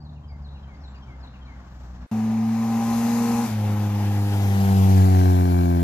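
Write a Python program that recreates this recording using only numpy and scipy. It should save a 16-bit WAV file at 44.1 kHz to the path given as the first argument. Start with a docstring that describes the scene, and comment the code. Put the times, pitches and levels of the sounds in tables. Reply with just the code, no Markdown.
"""A small car with a raspy exhaust on a country road, heard by a spaced pair of microphones.
Its note is a sum of orders of the firing rate; puffs ring the tailpipe, shaped noise gives hiss and roar.
It drones far off under whistled birdsong and faint ticks of noise; after a near-silence it pulls hard
nearby, and a lower, boomier note takes over as it sweeps past to the left and sinks in pitch."""
import sys
import numpy as np
from scipy import signal
from scipy.io import wavfile
from scipy.ndimage import uniform_filter1d

SR = 44100
rng = np.random.default_rng(int(sys.argv[2]) if len(sys.argv) > 2 else 0)


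def transcribe(signal):
    """Save signal, clipped to [-1, 1], as a 16-bit WAV file at the path in sys.argv[1]."""
    frames = np.atleast_2d(signal).T
    limited = np.clip(frames, -1, 1)
    pcm = np.round(limited * 32767).astype(np.int16)
    wavfile.write(sys.argv[1], SR, pcm)


N = 257103

# Exhaust note far off. Each row: time in seconds, firing rate in Hz, levels in dB of the first order,
# the second order and the higher orders.
FAR_NOTE = [(0, 74.9, -48, -45, -64), (.34, 72.7, -37.5, -44, -65), (.68, 68.1, -40, -54, -62),
            (1.1, 65.35, -42.5, -50.5, -64), (1.7, 62.33, -41.5, -56, -67), (2.06, 61.3, -38, -50, -60)]
# Exhaust note pulling hard. Each row: time in seconds, firing rate in Hz, levels in dB of the first,
# second and fourth orders and of the higher orders.
PULL_NOTE = [(2.12, 109.5, -31.5, -23, -52.5, -51.5), (2.5, 112.8, -32, -21.5, -52.5, -47.5),
             (2.87, 115, -33.5, -23, -47, -38), (3.1, 116.9, -34.5, -20.5, -41, -44),
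             (3.25, 117.3, -33.5, -22, -36, -40.5), (3.42, 117.4, -34.5, -22, -37.5, -36.5),
             (3.48, 116.6, -39, -29, -61, -52)]
# Exhaust note passing. Each row: time in seconds, firing rate in Hz, levels in dB of the first,
# second and third orders and of the higher orders.
PASS_NOTE = [(3.05, 105.7, -55, -42, -70, -63), (3.2, 104.1, -55, -38, -70, -56),
             (3.43, 108.2, -52, -32, -63, -63), (3.52, 108.5, -26.5, -29, -56, -69),
             (3.62, 104.7, -23, -29, -45, -51), (3.95, 102.6, -23, -28, -39, -54.5),
             (4.34, 100.7, -21, -33, -36.5, -50), (4.5, 98.96, -20, -27.5, -43, -49),
             (4.66, 97.94, -19, -20.5, -43, -44), (4.98, 95.6, -13, -22, -30.5, -42.5),
             (5.26, 92, -15.5, -27, -26.5, -39), (5.5, 89.4, -18.5, -25.5, -27.5, -41),
             (5.83, 86.26, -21, -25, -27, -40)]
FAR_LOW, PULL_LOW, PASS_LOW = (1, 2), (1, 2, 4), (1, 2, 3)  # orders that have a level column

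# Middle orders. Each row: order, level in dB above the higher orders, growth in dB per second.
FAR_MIDDLE = [(3, 7, 0.5), (4, -6.5, 7.1)]
PASS_MIDDLE = [(4, 0.92, 3.23)]
# The buzz of higher orders; half orders come from cylinders that fire unevenly.
# Each row: order, relative level in dB.
FAR_BUZZ = [(5, -7), (6, 0), (8, -9.5)]
PULL_BUZZ = [(1.5, -19), (2.5, -23), (5, -10), (6, -32), (6.5, -5), (7, 1.5), (7.5, -30), (8, -8),
             (8.5, -7), (9, -4), (10, -9), (11, -1.5)]
PASS_BUZZ = [(5, 4.5), (6, -7), (7, 3), (7.5, -6), (8, 6), (8.5, -30), (9, -0.5), (10, -5), (11, -8),
             (12, -8), (13, -15)]
# Colour that the pipe gives the buzz. Each row: frequency in Hz, gain in dB.
PIPE_COLOUR = [(150, -11), (430, -10), (520, 2.5), (620, -3.5), (800, 1), (1050, 0), (1300, -12)]

# Resonances of the tailpipe. Each row: frequency in Hz, width in Hz, relative level in dB,
# time in seconds from which it is fully open.
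TAILPIPE_RINGS = [(1170, 90, -2, 5), (1580, 120, 2, 5.14), (2300, 70, -1, 5.35), (4110, 90, -8, 5.1)]
RASP_S, RASP_DB = 4.95, -47.5  # moment of the loudest rasp, and its level before the left-right balance
RASP_RISE_DB_PER_S, RASP_FALL_DB_PER_S = 39, 8

# Course of the noise. Each row: rise in dB per second, deepest start in dB, fall in dB per second,
# hiss level in dB, extra treble in dB, share of the rise that the treble follows, roar level in dB,
# share of the rise and fall that the roar follows.
FAR_NOISE = (10, -8, -1.5, -55.5, -9.5, -0.7, -45.5, 0.25)
NEAR_NOISE = (12.5, -7.5, 5, -38, 4.5, 0.87, -34, 0.68)
PASS_NOISE = (4.5, -3, 9.5, -39, 3.5, 0.62, -34.5, 0.54)
# Times of each swell of noise. Each row: start, top, beginning of the fall and end, all in seconds.
FAR_SWELL = (0, .8, 1.3, 2.3)
NEAR_SWELL = (1.9, 3.0, 3.38, 3.47)
PASS_SWELL = (3.49, 4.62, 4.88, 6)
FADE_S, FADE_DB = .2, -30  # beyond its start and end a swell loses 30 dB each 0.2 s, down to -60 dB
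# Spectra of hiss and roar. Each row: frequency in Hz, relative density in dB per Hz.
FAR_HISS = [(700, -25), (1100, -2), (1600, -3), (2250, -13), (4570, -15.5), (6880, -17), (7900, -24),
            (8700, -61), (10800, -42), (12000, -32), (14500, -29)]
NEAR_HISS = [(800, -49), (1150, 0), (1400, -2), (2600, -4), (3130, -12), (4230, -10), (4720, -11),
             (6600, -9.5), (8600, -20.5), (11900, -16.5), (14500, -19)]
PASS_HISS = [(800, -40), (1300, 1), (2600, -5), (4200, -10.5), (6800, -14), (8600, -22), (11900, -16.5),
             (14500, -17.5)]
FAR_ROAR = [(15, -11), (30, -6), (60, 23), (150, 21), (280, 11.5), (420, 1), (800, 9.5), (1150, 3),
            (1500, -40)]
NEAR_ROAR = [(15, -18), (45, 5), (100, 10), (250, 12.5), (550, 4), (800, 13), (1050, 3), (1250, -0.5),
             (1600, -51)]
FIZZ_S, FIZZ_WIDTH_S, FIZZ_DB = 1.82, 0.19, 9  # the far treble brightens for a moment

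# Left-right balance with the car ahead and abeam to the left.
# Each row: frequency in Hz, left minus right in dB.
AHEAD_BALANCE = [(60, 0.45), (150, 0.78), (370, 0.32), (920, 3), (2280, 2.3), (5650, 7.5), (14000, 12.3)]
ABEAM_BALANCE = [(60, 0.53), (150, 0.45), (370, 1.42), (920, 2.9), (2280, 5.75), (5650, 13.8),
                 (14000, 20.8)]
# Likeness of the noise at the two microphones. Each row: frequency in Hz, left-right correlation.
LIKENESS = [(60, 1), (300, 0.93), (700, 0.44), (2000, 0.63), (5000, 0.42), (9000, 0.087)]
FAR_LEAD_MS, AHEAD_LEAD_MS, ABEAM_LEAD_MS = -0.12, 0.046, 0.56  # how much earlier the left hears the car
BASS_LEAD_MS = 0.067  # the low and middle orders reach the left side a little earlier still
SPREAD = 0.11  # turns, times the order squared, by which these orders drift apart once the car is abeam
SWEEP_S, SWEEP_WIDTH_S = 4.7, .5  # the car swings from ahead to abeam

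# One phrase of the songbird. Each row: time in seconds from the phrase start, length in seconds,
# start, middle and end pitch in Hz, level in dB before the phrase level is added.
PHRASE = [(-.022, .024, 5400, 5000, 4550, -77), (0, .038, 4500, 4050, 3750, -65),
          (.045, .015, 3300, 3800, 4300, -63), (.108, .04, 2790, 2740, 2100, -69),
          (.188, .026, 3300, 3150, 3000, -67), (.235, .097, 2450, 2140, 2080, -67.5)]
# Repeats of the phrase. Each row: start in seconds, phrase level in dB.
PHRASES = [(.045, 3.5), (.44, 6.5), (0.831, 8.5), (1.225, 9)]
# Thin notes of other birds. Each row: start in seconds, length in seconds, start, middle and end pitch
# in Hz, level in dB before the balance.
BIRD_NOTES = [(0, .03, 4600, 4580, 4500, -64), (.125, 0.029, 4570, 3970, 3470, -69),
              (0.274, 0.055, 5150, 4780, 4700, -64), (0.496, 0.083, 4020, 3990, 3980, -65),
              (0.79, 0.085, 5900, 5630, 5800, -73), (0.858, 0.081, 7370, 7400, 7350, -76),
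              (0.947, 0.049, 5300, 4640, 5400, -65), (.735, 0.0398, 4810, 4550, 5550, -69),
              (1.02, 0.034, 5750, 5600, 5730, -70), (1.447, .03, 4240, 4010, 3600, -63)]
# Faint dry ticks. Each row: start in seconds, initial noise level in dB before the band filter.
TICKS = [(1.7074, -63), (1.7215, -62), (1.7698, -66), (1.8033, -63), (1.8367, -66)]

SILENCE_START_S, SILENCE_END_S = 2.0652, 2.1136
CUT_S = .002  # the far sound starts and stops within this time
EDGE_HZ = 14530  # upper band limit


def amp(db):
    """Amplitude ratio: 20 dB is a factor of ten in pressure."""
    return 10 ** (np.asarray(db) / 20)


def evened(x):
    """Normalization to unit root-mean-square."""
    return x / np.sqrt(np.mean(abs(x) ** 2) + 1e-20)


def read(points, hz):
    """Interpolation of a spectrum along a logarithmic frequency axis."""
    f, value = np.transpose(points)
    return np.interp(np.log(hz + 1), np.log(f + 1), value)


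def columns(rows, t):
    """Linear interpolation of each column over time."""
    s, *cols = np.transpose(rows)
    return [np.interp(t, s, c) for c in cols]


def add(mix, s, sound):
    """Superposition of a sound on the mix from time s, cut at the end of the mix."""
    part = mix[..., round(s * SR):round(s * SR) + sound.shape[-1]]
    part += sound[..., :part.shape[-1]]


def wander(hz, count):
    """Narrow-band modulation: complex noise through a two-pole low-pass, about hz wide and of rms 1."""
    step = 128  # samples between drawn points
    t = np.arange(-4096, count + 256, step)
    z = rng.standard_normal(len(t)) + 1j * rng.standard_normal(len(t))
    r = np.exp(-2 * np.pi * hz * step / SR)
    slow = evened(signal.lfilter([1], [1, -2 * r, r * r], z))
    return np.interp(np.arange(count), t, slow)


def firings(rows):
    """Phase as the integral of frequency: a running count of firings."""
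    hz = columns(rows, np.arange(N) / SR)[0]
    return np.cumsum(hz) / SR


def bearing_ms(t):
    """Interaural-style delay: the left side's lead is steady far off, then grows as the car passes."""
    swing = (1 + np.tanh((t - SWEEP_S) / SWEEP_WIDTH_S)) / 2
    near_ms = AHEAD_LEAD_MS + (ABEAM_LEAD_MS - AHEAD_LEAD_MS) * swing
    return np.where(t < SILENCE_START_S, FAR_LEAD_MS, near_ms)


def balance_db(hz, lead_ms):
    """Acoustic shading: the right microphone is shaded more as the car moves abeam to the left."""
    abeam = np.clip(lead_ms / .5, 0, 1)
    return (1 - abeam) * read(AHEAD_BALANCE, hz) + abeam * read(ABEAM_BALANCE, hz)


def exhaust(rows, low_orders, middle, buzz, rough, buzz_rough, fade_s):
    """Harmonic synthesis: orders of the firing rate, each wavering; a phase lag delays the right side."""
    start, end = rows[0][0], rows[-1][0]
    span = np.arange(round(start * SR) - 4000, round(end * SR) + 4000)
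    t = np.unique(span.clip(0, N - 1) / SR)
    hz, *low_db, buzz_db = columns(rows, t)
    low = list(zip(low_orders, low_db))
    low += [(k, buzz_db + db + growth_db * (t - start)) for k, db, growth_db in middle]
    lead_ms = bearing_ms(t)
    turns = firings(rows)[round(t[0] * SR):][:len(t)]
    # the low orders are spread over the cycle; the buzz comes bunched, once a firing
    spread = -SPREAD * lead_ms / ABEAM_LEAD_MS
    orders = [(k, db, rough, spread * k ** 2, BASS_LEAD_MS) for k, db in low]
    orders += [(k, buzz_db + db + read(PIPE_COLOUR, k * hz), buzz_rough, k / 2, 0) for k, db in buzz]
    note = np.zeros((2, len(t)))
    for k, db, share, offset, extra_ms in orders:
        waver = 1 + share * wander(11.8, count=len(t))
        tone = np.sqrt(2) * amp(db) * waver * np.exp(2j * np.pi * (k * turns + offset))
        half = amp(balance_db(k * hz, lead_ms) / 2)
        late = np.exp(-2j * np.pi * k * hz * (lead_ms + extra_ms) / 1000)
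        note += np.real([tone * half, tone * late / half])
    fade = np.clip(np.minimum(t - start, end - t) / fade_s + 1, 0, 1)
    out = np.zeros((2, N))
    add(out, t[0], note * fade)
    return out


def rasp(uneven, scatter_db, puff, grain):
    """Impulsive excitation of resonators: sharp noisy puffs, strong and weak in turn, ring the pipe."""
    t = np.arange(N) / SR
    turns = firings(PASS_NOTE) + .58  # just ahead of the buzz
    firing = turns.astype(int)
    scatter = amp(scatter_db * rng.standard_normal(N))[firing]
    size = (1 + uneven * (-1.) ** firing) * scatter
    drive = size * np.exp(-(turns % 1) / puff) * (1 + grain * rng.standard_normal(N))
    rings = np.zeros(N)
    for hz, width, db, open_s in TAILPIPE_RINGS:
        ring = evened(signal.lfilter(*signal.iirpeak(hz, hz / width, SR), drive))
        rings += amp(db - 10 * (t < open_s)) * ring  # 10 dB weaker until its moment
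    course_db = np.minimum(RASP_RISE_DB_PER_S * (t - RASP_S), RASP_FALL_DB_PER_S * (RASP_S - t))
    left = evened(rings) * amp(RASP_DB + course_db)
    right = np.interp(t - bearing_ms(t) / 1000, t, left)
    return np.array([amp(2.0) * left, amp(-3.0) * right])


def swell(t, times, rise_db, deepest_db, fall_db, hiss_db, treble_db, treble_share, roar_db, roar_share):
    """Exponential envelopes, straight in dB: one rise, hold and fall sets hiss, extra treble and roar."""
    start, top, sinks, until = times
    up_db = np.clip(rise_db * (t - top), deepest_db, 0)
    down_db = np.minimum(fall_db * (sinks - t), 0)
    edge_db = FADE_DB * np.clip(np.maximum(start - t, t - until) / FADE_S, 0, 2)
    return (hiss_db + up_db + down_db + edge_db,
            treble_db + treble_share * up_db,
            roar_db + roar_share * (up_db + down_db) + edge_db)


def rush(times, shape, hiss, roar, patchy_db, flicker_db, fizz_db=0):
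    """Shaped noise for tyre hiss and pipe roar: random short-time spectra, delayed by the car's bearing."""
    size, hop = 1024, 256  # samples
    frames = N // hop + 5
    hz = np.fft.rfftfreq(size, 1 / SR)[:, None]
    t = np.arange(frames) * hop / SR
    a, b, c, d, patches = rng.standard_normal((frames, size // 2 + 1, 5)).T
    # patches are smooth over frequency and time; flicker moves the whole spectrum at once
    patches = evened(uniform_filter1d(uniform_filter1d(patches, size=10, axis=0), size=12, axis=1))
    flicker = evened(uniform_filter1d(rng.standard_normal(frames), size=3))
    hiss_db, treble_db, roar_db = swell(t, times, *shape)
    treble_db = treble_db + fizz_db * np.exp(-((t - FIZZ_S) / FIZZ_WIDTH_S) ** 2)
    tilt = np.clip(np.log2(hz / 2500 + 1e-9) / 1.86, 0, 1)  # treble share: none to 2500 Hz, all from 9 kHz
    power = [amp(read(colour, hz)) ** 2 for colour in (hiss, roar)]
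    high, low = (p / p.sum() for p in power)
    gain = np.sqrt(high * amp(hiss_db + treble_db * tilt) ** 2 + low * amp(roar_db) ** 2)
    gain = gain * amp(patchy_db * patches + flicker_db * flicker)
    lead_ms = bearing_ms(t)
    same = np.clip(read(LIKENESS, hz), 0, 1)
    half = amp(balance_db(hz, lead_ms) / 2)
    left = a + 1j * b
    shared = same * left * np.exp(-2j * np.pi * hz * lead_ms / 1000)
    right = shared + np.sqrt(1 - same ** 2) * (c + 1j * d)
    spectra = gain * np.array([left * half, right / half])
    return signal.istft(spectra, nperseg=size, noverlap=size - hop)[1][:, :N]


def whistle(length, start_hz, middle_hz, end_hz, db):
    """Frequency modulation: a near-pure tone gliding along a parabola through three pitches."""
    u = np.linspace(0, 1, round(length * SR))
    hz = np.polyval(np.polyfit([0, .5, 1], [start_hz, middle_hz, end_hz], 2), u)
    tone = np.sqrt(2) * np.sin(2 * np.pi * np.cumsum(hz) / SR)
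    return amp(db) * tone * signal.windows.tukey(len(u), .5)


def birds():
    """Scattering: whistled notes are convolved with decaying noise, the soft echo of the trees."""
    song = np.zeros(N)
    for start, phrase_db in PHRASES:
        for s, *note in PHRASE:
            add(song, start + s, amp(phrase_db) * whistle(*note))
    for s, *note in BIRD_NOTES:
        add(song, s, whistle(*note))
    t = np.arange(SR // 2) / SR
    trees = rng.standard_normal((2, len(t))) * amp(-60 * t / .6) * (t > .004)  # falls 60 dB in 0.6 s
    echo = signal.fftconvolve(song[None], trees / np.linalg.norm(trees[0]), axes=1)[:, :N]
    direct = np.array([amp(1.5) * np.roll(song, 6), amp(-1.5) * song])  # left is 6 samples later
    return direct + amp(-5.5) * echo


def ticks():
    """Transients: band-passed noise puffs that fall 60 dB in 4 ms, mostly on the left."""
    out, t = np.zeros((2, N)), np.arange(400) / SR
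    band = signal.butter(3, [3500, 7800], "band", fs=SR)
    for s, db in TICKS:
        puff = rng.standard_normal(len(t)) * amp(db - 60 * t / 0.004)
        add(out, s, signal.lfilter(*band, puff) * amp([[0], [-8]]))
    return out


def hush():
    """Integrated noise less its moving average: a very faint dull noise for the silence."""
    walk = amp(-70.5) * rng.standard_normal((2, N)).cumsum(1)
    return walk - uniform_filter1d(walk, size=40, axis=1)


def scene():
    """Superposition in sequence: the far drone with birds, the near-silence, then the near car."""
    far = exhaust(FAR_NOTE, FAR_LOW, FAR_MIDDLE, FAR_BUZZ, rough=.45, buzz_rough=.6, fade_s=.01)
    far += rush(FAR_SWELL, FAR_NOISE, FAR_HISS, FAR_ROAR, patchy_db=-0.8, flicker_db=1.1, fizz_db=FIZZ_DB)
    far += birds() + ticks()
    near = exhaust(PULL_NOTE, PULL_LOW, [], PULL_BUZZ, rough=.09, buzz_rough=.4, fade_s=.02)
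    near += exhaust(PASS_NOTE, PASS_LOW, PASS_MIDDLE, PASS_BUZZ, rough=.085, buzz_rough=.15, fade_s=.08)
    near += rasp(uneven=.3, scatter_db=1.5, puff=.035, grain=.45)
    near += rush(NEAR_SWELL, NEAR_NOISE, NEAR_HISS, NEAR_ROAR, patchy_db=0.96, flicker_db=0.2)
    near += rush(PASS_SWELL, PASS_NOISE, PASS_HISS, NEAR_ROAR, patchy_db=1.53, flicker_db=0.7)
    t = np.arange(N) / SR
    far_gate = np.clip(np.minimum(t, SILENCE_START_S - t) / CUT_S, 0, 1)
    silence_gate = (t > SILENCE_START_S) * (t < SILENCE_END_S)
    return far * far_gate + near * (t > SILENCE_END_S) + hush() * silence_gate


def record(dry):
    """Band limitation: a linear-phase low-pass removes what lies above the upper edge."""
    lowpass = signal.firwin(1023, EDGE_HZ, window=("kaiser", 9), fs=SR)
    return signal.oaconvolve(dry, lowpass[None], "same")


dry = scene()
out = record(dry)
transcribe(out)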